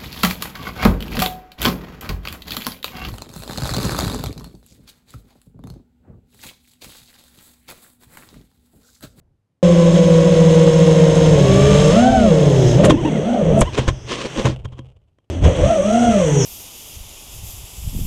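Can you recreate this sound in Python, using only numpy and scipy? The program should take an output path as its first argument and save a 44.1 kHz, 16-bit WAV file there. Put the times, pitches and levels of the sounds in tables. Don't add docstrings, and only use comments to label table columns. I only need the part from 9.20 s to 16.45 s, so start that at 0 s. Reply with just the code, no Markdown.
import sys
import numpy as np
from scipy import signal
from scipy.fft import rfft, irfft, next_fast_len
from scipy.io import wavfile

SR = 44100
rng = np.random.default_rng(int(sys.argv[2]) if len(sys.argv) > 2 else 0)


def store_pcm(level_fs):
    pcm = np.round(np.clip(level_fs, -1, 1) * 32767).astype(np.int16)
    wavfile.write(sys.argv[1], SR, np.atleast_2d(pcm).T)


N = 319725
TIME = np.arange(N) / SR
START_S, STOP_S, RESTART_S = .428, 5.35, 6.1
MOTORS_ON = (TIME > START_S) & (TIME < STOP_S) | (TIME > RESTART_S)

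# time in seconds, tones in dB, air noise in dB.
FLIGHT_LEVEL = [(.43, 0.5, -0.5), (2.1, 0, 1.5), (2.68, -1, 6), (2.92, -1, -1.5), (3.68, -0.5, -1),
                (3.77, -13.5, -11), (3.86, -10, -4.5), (4.14, -8, -5.5), (4.24, -5, -7), (4.41, -2.5, -3),
                (4.46, -21, -9), (4.8, -30, -17.5), (5.22, -25.5, -2), (5.35, -48.5, -20)]
TAKEOFF_LEVEL = [(6.101, -9.5, -6), (6.21, -9.5, -13.5), (6.26, -1.5, 3.5), (6.34, -8, -2.5),
                 (6.44, -0.5, 0), (6.6, -3, -4.5), (6.76, -2.5, -0.5), (7.25, -3.5, -0.5)]
# time in seconds, crack in dB, thud in dB, thud pitch in Hz, length in seconds.
BLOWS = [(3.637, -13, -6, 200, 0.013), (3.697, -12.5, -4, 303, 0.0095), (4.413, -12.5, -7.5, 42, 0.0067),
         (4.571, -17, -44, 446, 0.015), (4.585, -28, -12.5, 133, 0.0043), (4.676, -15, -8, 56.4, 0.01),
         (5.176, -35, -33, 260, 0.018), (5.248, -17, -8, 136, 0.013), (5.447, -33.5, -21.5, 79.7, 0.0066),
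         (5.519, -43, -31, 79.4, 0.011), (5.573, -44.5, -40, 131, 0.014), (5.59, -35.5, -28, 203, 0.0025),
         (5.985, -50, -64.5, 300, 0.0018), (6.239, -22, -20, 75.5, 0.014)]
# frequency in Hz, level in dB, time to fall 60 dB in seconds.
FRAME_MODES = [(43, 3, 0.1), (84.4, -3, 0.19), (128.2, -1, 0.36), (226, -1.5, 0.068), (326, 0.5, 0.067),
               (445, -9.5, 0.08), (527, -6, 0.14), (810, -23, 0.24), (1054, -17, 0.04)]


def propellers(shaft_db=-12, blade_db=-14.5, rush_db=-28.5, hiss_db=-31.5):
    slow, fast = speed_range()
    wash = np.interp(TIME, [3.5, 3.7, 6.35, 6.6], [0, 1, 1, 0])
    tones_db, air_db = in_time(FLIGHT_LEVEL + TAKEOFF_LEVEL)
    unloaded_octaves = np.clip(np.log2(171.1 / ((slow + fast) / 2)), 0, .5)
    shaft = from_db(shaft_db + tones_db - 16 * swell(6.42, 0.24))
    blade = from_db(blade_db + tones_db - 12.5 * unloaded_octaves)
    rush = from_db(rush_db + air_db)
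    hiss = from_db(hiss_db + air_db - 6.5 * wash)
    bite = (rush / blade * from_db(blade_db - rush_db)) ** (0.78 * (1 - wash))
    hum, drone, speeds, angles = rotor_tones(slow, fast, wash, bite)
    tones = shaft * hum + blade * drone * from_db(-2.5 * wash)
    air = blade * churning(wash) + rushing_air(angles, rush, hiss)
    return MOTORS_ON * (tones + air + motor_whine(speeds, angles, hiss))


def speed_range():
    # time in seconds, slowest and fastest rate in turns per second.
    flight_trim = [(.43, 172.3, 187.5), (.95, 163.7, 183), (1.5, 160, 180), (2.1, 155, 175),
                   (2.3, 129.4, 189), (2.5, 142, 199), (2.75, 156, 189.5), (3.15, 155, 186),
                   (3.48, 120, 155.3), (3.78, 114.5, 145), (3.9, 152, 190), (4.28, 158, 184),
                   (4.4, 136, 227), (4.5, 104, 134), (5.2, 138, 170), (5.3, 67, 80)]
    takeoff_trim = [(6.101, 82, 128), (6.21, 76.86, 82), (6.28, 168.4, 188.2), (6.6, 173.7, 186.7),
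                    (7.08, 150.8, 166.9), (7.25, 126.4, 160)]
    # middle and length in seconds, added turns per second.
    punches = [(2.914, 0.43, 70), (3.652, 0.18, 66), (4.126, .22, 60), (6.52, .18, 40), (6.836, 0.48, 64.6)]
    throttle = sum(added * arch(s, length) for s, length, added in punches)
    return [trim + throttle for trim in in_time(flight_trim + takeoff_trim)]


def rotor_tones(slow, fast, wash, bite, hunting=0.002876, wander=.15, flutter=0.71):
    # place from slowest (0) to fastest (1), shaft level in dB, blade level in dB.
    motors = [(0., -1, 3.5), (0.303, -10.5, -7.5), (0.699, -8.5, -6), (0.999, -7, -3.5)]
    # multiple of the turn rate, level in dB.
    shaft_orders = [(1, 0.5), (2, -14), (4, -38)]
    blade_orders = [(6, -20), (9, -32), (12, -29.5), (14, -32), (17, -35.5), (20, -33.5)]
    lead_db = np.interp(fast, [190, 240], [0, 10])
    hum = drone = hum_power = drone_power = 0
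    speeds, angles = [], []
    for place, shaft_db, blade_db in motors:
        between = place + wander * 4 * place * (1 - place) * drift(2)
        stumble = .04 * wash * drift(45)
        trimming = hunting * drift(13.83)
        speed = (slow + (fast - slow) * between) * (1 + trimming + stumble)
        angle = 2 * np.pi * np.cumsum(speed) / SR
        grip = (speed / fast) ** (2.1 * wash)
        shaft_gain = from_db(shaft_db + lead_db * place)
        blade_gain = from_db(blade_db + lead_db * place) * grip
        hum += shaft_gain * overtones(angle, shaft_orders, .06)
        passing = overtones(angle, [(3, 0)], flutter * (.5 + wash))
        load = (2 * speed / (slow + fast)) ** (4 * (1 - wash))
        sharpness = bite * load * (speed / 150) ** 0.57
        drone += blade_gain * (passing + sharpness * overtones(angle, blade_orders, flutter / 2))
        hum_power += shaft_gain ** 2
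        drone_power += blade_gain ** 2
        speeds.append(speed)
        angles.append(angle)
    drone = filtered(drone, 4, 3400)
    return hum / np.sqrt(hum_power), drone / np.sqrt(drone_power), speeds, angles


def churning(wash):
    # frequency in Hz, spectral density in dB.
    spectrum = [(100, -26.5), (230, -8), (310, 1), (400, -7.5), (590, 2), (760, -12.5), (1000, -22)]
    # middle and width in seconds, added level in dB.
    slips = [(2.2, .6, 7.5), (3.381, 0.26, 9.5)]
    slip_db = sum(db * swell(s, width) for s, width, db in slips)
    return from_db(-12 + 8 * wash + slip_db) * noise(spectrum)


def rushing_air(angles, rush, hiss, chop=0.43, knock_s=3.7):
    # frequency in Hz, spectral density in dB.
    rush_spectrum = [(600, 5.5), (1050, -3), (1300, -4), (2050, -3.5), (2400, -6), (2850, -2), (3350, 0.5),
                     (3750, -14.5), (4500, -16.5), (5500, -29.5)]
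    hiss_spectrum = [(3800, 1.5), (4650, -9.5), (5100, -1.5), (5550, -1), (5850, -14.5), (6250, 4),
                     (6650, 1.5), (7000, -12.5), (7400, 0.5), (7950, -10.5), (9000, -10.5), (9900, -25.5),
                     (10900, -15), (12100, -48), (13100, -26.5), (14200, -47)]
    knocked_spectrum = [(4000, -26), (5100, -19.5), (5700, 2), (6450, 4), (7100, -10), (7500, -2.5),
                        (8900, -9), (9900, -22), (11000, -20), (12000, -35.5), (13000, -28), (14200, -45)]
    tips = np.where(TIME < knock_s, noise(hiss_spectrum), noise(knocked_spectrum))
    pulsing = sum(np.sin(3 * angle) for angle in angles) / 2
    air = rush * noise(rush_spectrum) + hiss * tips
    return air * (1 + chop * pulsing) * from_db(-3 + .5 * drift(18))


def motor_whine(speeds, angles, hiss, drive_hz=24000):
    # time in seconds, level in dB.
    whine_level = [(3.1, -58), (3.5, -33.5), (3.7, -54), (6.9, -44), (7.1, -36), (7.23, -23)]
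    whine, = from_db(in_time(whine_level))
    steps = sidebands = 0
    for speed, angle in zip(speeds, angles):
        steps += np.sin(42 * angle + drift(150)) / np.sqrt(2)
        mixing = np.sin(84 * angle) + np.sin(2 * np.pi * drive_hz * TIME - 84 * angle)
        sidebands += mixing * np.minimum(125 / speed, 1) ** 6
    return whine * filtered(steps, 2, [5000, 6900], "band") + from_db(-30) * hiss * sidebands


def righting_revs(base_turns_per_s=140, flutter=0.61, stumble=0.02):
    # middle and length in seconds, top turns per second, blade and shaft levels in dB.
    revs = [(3.736, .11, 300, -33, -11.5), (3.793, 0.11, 346, -33.5, -23.5),
            (3.868, .11, 313, -25.5, -15.5), (3.941, 0.15, 240, -33, -21.5), (4.477, .13, 332, -34, -50.5)]
    # multiple of the turn rate, level in dB.
    orders = [(3, -1.5), (6, -14), (9, -9), (12, -14)]
    chirps = np.zeros(N)
    unsteady = 1 + stumble * drift(90)
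    gusty = 1 + flutter * drift(60)
    for s, length, top, blade_db, shaft_db in revs:
        span = np.abs(TIME - s) < length / 2
        effort = arch(s, length)[span]
        speed = (base_turns_per_s + (top - base_turns_per_s) * effort) * unsteady[span]
        angle = 2 * np.pi * np.cumsum(speed) / SR
        blades = sum(from_db(blade_db + db) * np.sin(round(k) * angle) for k, db in orders)
        chirps[span] += np.sqrt(2) * effort ** 2 * (blades + from_db(shaft_db) * np.sin(angle))
    return filtered(chirps * gusty + 1e-18, 6, 3200)


def frame_thuds(focus=0.89):
    s, _, thud_db, thud_hz, _ = np.transpose(BLOWS)
    thuds = 0
    for k, (hz, db, t60) in enumerate(FRAME_MODES):
        detuning = 1 + focus * np.log2(hz / thud_hz) ** 2
        pushes = np.zeros(N)
        pushes[np.round(s * SR).astype(int)] = from_db(thud_db + db) / detuning
        thuds += (-1) ** k * ring(pushes, hz, t60)
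    return thuds


def blade_strikes():
    # frequency in Hz, level in dB, time to fall 60 dB in seconds.
    blade_modes = [(1055, 1.5, 0.021), (2980, -10.5, 0.016), (3210, -10.5, 0.053)]
    # frequency in Hz, spectral density in dB.
    spectrum = [(200, 2), (470, 13), (750, 1.5), (1080, -3), (1350, -2.5), (2300, -3.5), (2950, -5.5),
                (3600, -5.5), (4600, -18), (6500, -10.5), (9000, -23.5), (14000, -53)]
    contact = sum(from_db(db) * burst(s, length) for s, db, _, _, length in BLOWS)
    strikes = contact * grains(450, spread_db=4.5) / 2
    crunch = contact ** 2 / (contact + from_db(-46))
    return resonate(strikes, blade_modes) / 2 + crunch * coloured(spectrum, grains(5000, spread_db=3.5))


def wall_scrapes():
    # time in seconds, level in dB, length in seconds.
    scrapes = [(3.649, -25.5, 0.0075), (4.378, -39, 0.018), (4.406, -22.5, 0.0052)]
    # frequency in Hz, spectral density in dB.
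    shrill = [(4000, -18.5), (7500, 6), (10500, -4.5), (12000, -19.5), (15000, -24.5)]
    contact = sum(from_db(db) * burst(s, length) for s, db, length in scrapes)
    return contact * coloured(shrill, grains(2300, spread_db=3.5))


def thrashing():
    # middle and width in seconds, grit in dB, frame rattle in dB.
    scuffs = [(4.549, 0.017, -28.5, -42), (4.62, 0.046, -34.5, -26), (4.925, 0.037, -22.5, -34),
              (5.01, 0.031, -27, -36), (5.058, 0.014, -31, -28), (5.13, 0.11, -40.5, -57),
              (5.192, 0.021, -26.5, -16), (5.282, 0.04, -31, -20)]
    # frequency in Hz, spectral density in dB.
    spectrum = [(200, -1), (480, 6), (800, -15), (1050, 1.5), (1400, -9.5), (3200, -4.5), (4600, -12),
                (6200, -14.5), (8500, -22.5), (14000, -60)]
    grit = sum(from_db(db) * swell(s, width) for s, width, db, _ in scuffs)
    rattle = sum(from_db(db) * swell(s, width) for s, width, _, db in scuffs)
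    body = resonate(grains(900, spread_db=-1), FRAME_MODES[3:])
    return grit * coloured(spectrum, grains(3500, spread_db=3)) + rattle * rms_one(body)


def buffeting(downwash_db=-29.5, jolt_db=-17.5, jolt_t60_s=0.86):
    # middle and width in seconds, level in dB.
    gusts = [(.04, 0.11, -55), (2.3, 0.34, -19.5), (2.85, 0.46, -22), (3.55, 0.27, -24),
             (4.33, 0.066, -18.5), (6.265, 0.044, -7.5), (6.43, 0.052, -11.5), (6.88, .06, -24)]
    # frequency in Hz, spectral density in dB.
    spectrum = [(15, -12), (30, -7), (75, -0.5), (130, -4.5), (250, -24.5), (600, -28), (3000, -63)]
    tones_db, _ = in_time(FLIGHT_LEVEL + TAKEOFF_LEVEL)
    power = (MOTORS_ON * from_db(downwash_db + .8 * tones_db)) ** 2
    power += sum((from_db(db) * swell(s, width)) ** 2 for s, width, db in gusts)
    power += sum((from_db(db + jolt_db) * dying(s, jolt_t60_s)) ** 2 for s, _, db, _, _ in BLOWS)
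    return np.sqrt(power) * noise(spectrum)


def settling_grit(level_db=-51, clumps_db=5):
    # frequency in Hz, spectral density in dB.
    spectrum = [(400, 13.5), (1800, -14), (3000, 0), (4200, -19), (8000, -21.5)]
    ticking = coloured(spectrum, grains(1300, spread_db=4.5))
    return from_db(level_db + clumps_db * drift(23)) * dying(STOP_S, t60=1.3) * ticking


def house_hush():
    return from_db(-73) * noise([(100, 2.5), (1500, -27), (12000, -41.5)])


def from_db(db):
    return np.exp(np.asarray(db) * (np.log(10) / 20))


def rms_one(x):
    return x / np.sqrt(np.mean(x ** 2) + 1e-20)


def in_time(rows):
    s, *columns = np.transpose(rows)
    return [np.interp(TIME, s, c) for c in columns]


def drift(hz):
    hop, run_in = 40, 2000
    r = np.exp(-2 * np.pi * hz * hop / SR)
    white = rng.standard_normal(N // hop + run_in + 2)
    slow = signal.lfilter([1], [1, -2 * r, r * r], white)[run_in:]
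    return np.interp(np.arange(N) / hop, np.arange(len(slow)), rms_one(slow))


def filtered(x, order, hz, kind="low"):
    return signal.sosfilt(signal.butter(order, hz, kind, fs=SR, output="sos"), x)


def coloured(spectrum, x):
    size = next_fast_len(N)
    hz, db = np.transpose(spectrum)
    bins = np.maximum(np.arange(size // 2 + 1) * SR / size, 1)
    octaves_outside = np.maximum(np.log2(bins / hz[-1]), 0) + np.maximum(np.log2(hz[0] / bins), 0)
    gain = from_db(np.interp(np.log(bins), np.log(hz), db) - 24 * octaves_outside)
    return rms_one(irfft(rfft(x, size) * gain, size)[:N])


def noise(spectrum):
    return coloured(spectrum, rng.standard_normal(N))


def grains(per_s, spread_db):
    sizes = from_db(spread_db * np.minimum(rng.exponential(1, N), 4)) * rng.choice([-1, 1], N)
    return sizes * (rng.random(N) < per_s / SR)


def ring(clicks, hz, t60):
    r, w = from_db(-60 / (t60 * SR)), 2 * np.pi * hz / SR
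    return signal.lfilter([0, np.sin(w)], [1, -2 * r * np.cos(w), r * r], clicks + 1e-18)


def resonate(clicks, modes):
    return sum(from_db(db) * ring(clicks, hz, t60) for hz, db, t60 in modes)


def overtones(angle, orders, flutter):
    lines = 0
    for k, db in orders:
        phase = round(k) * angle + rng.uniform(0, 2 * np.pi)
        lines += from_db(db) * np.sin(phase) * (1 + flutter * drift(40))
    return np.sqrt(2) * lines


def burst(s, length_s):
    age = np.clip((TIME - s) / length_s - .5, -20, 20)
    return 2 / (np.exp(-3 * age) + np.exp(age))


def arch(s, length_s):
    return np.cos(np.pi * np.clip((TIME - s) / length_s, -.5, .5))


def swell(s, width_s):
    return np.exp(-np.minimum(((TIME - s) / width_s) ** 2, 50))


def dying(s, t60):
    return (TIME > s) * from_db(-60 * np.clip((TIME - s) / t60, 0, 3))


def scene():
    flight = propellers() + righting_revs()
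    crash = frame_thuds() + blade_strikes() + wall_scrapes() + thrashing()
    return (flight + crash + buffeting() + settling_grit() + house_hush())[None]


def record(dry, ceiling=0.93, stopband_hz=16000):
    rounded = dry / (1 + (dry / ceiling) ** 6) ** (1 / 6)
    return signal.sosfilt(signal.cheby2(12, 70, stopband_hz, fs=SR, output="sos"), rounded)


dry = scene()
out = record(dry)
store_pcm(out)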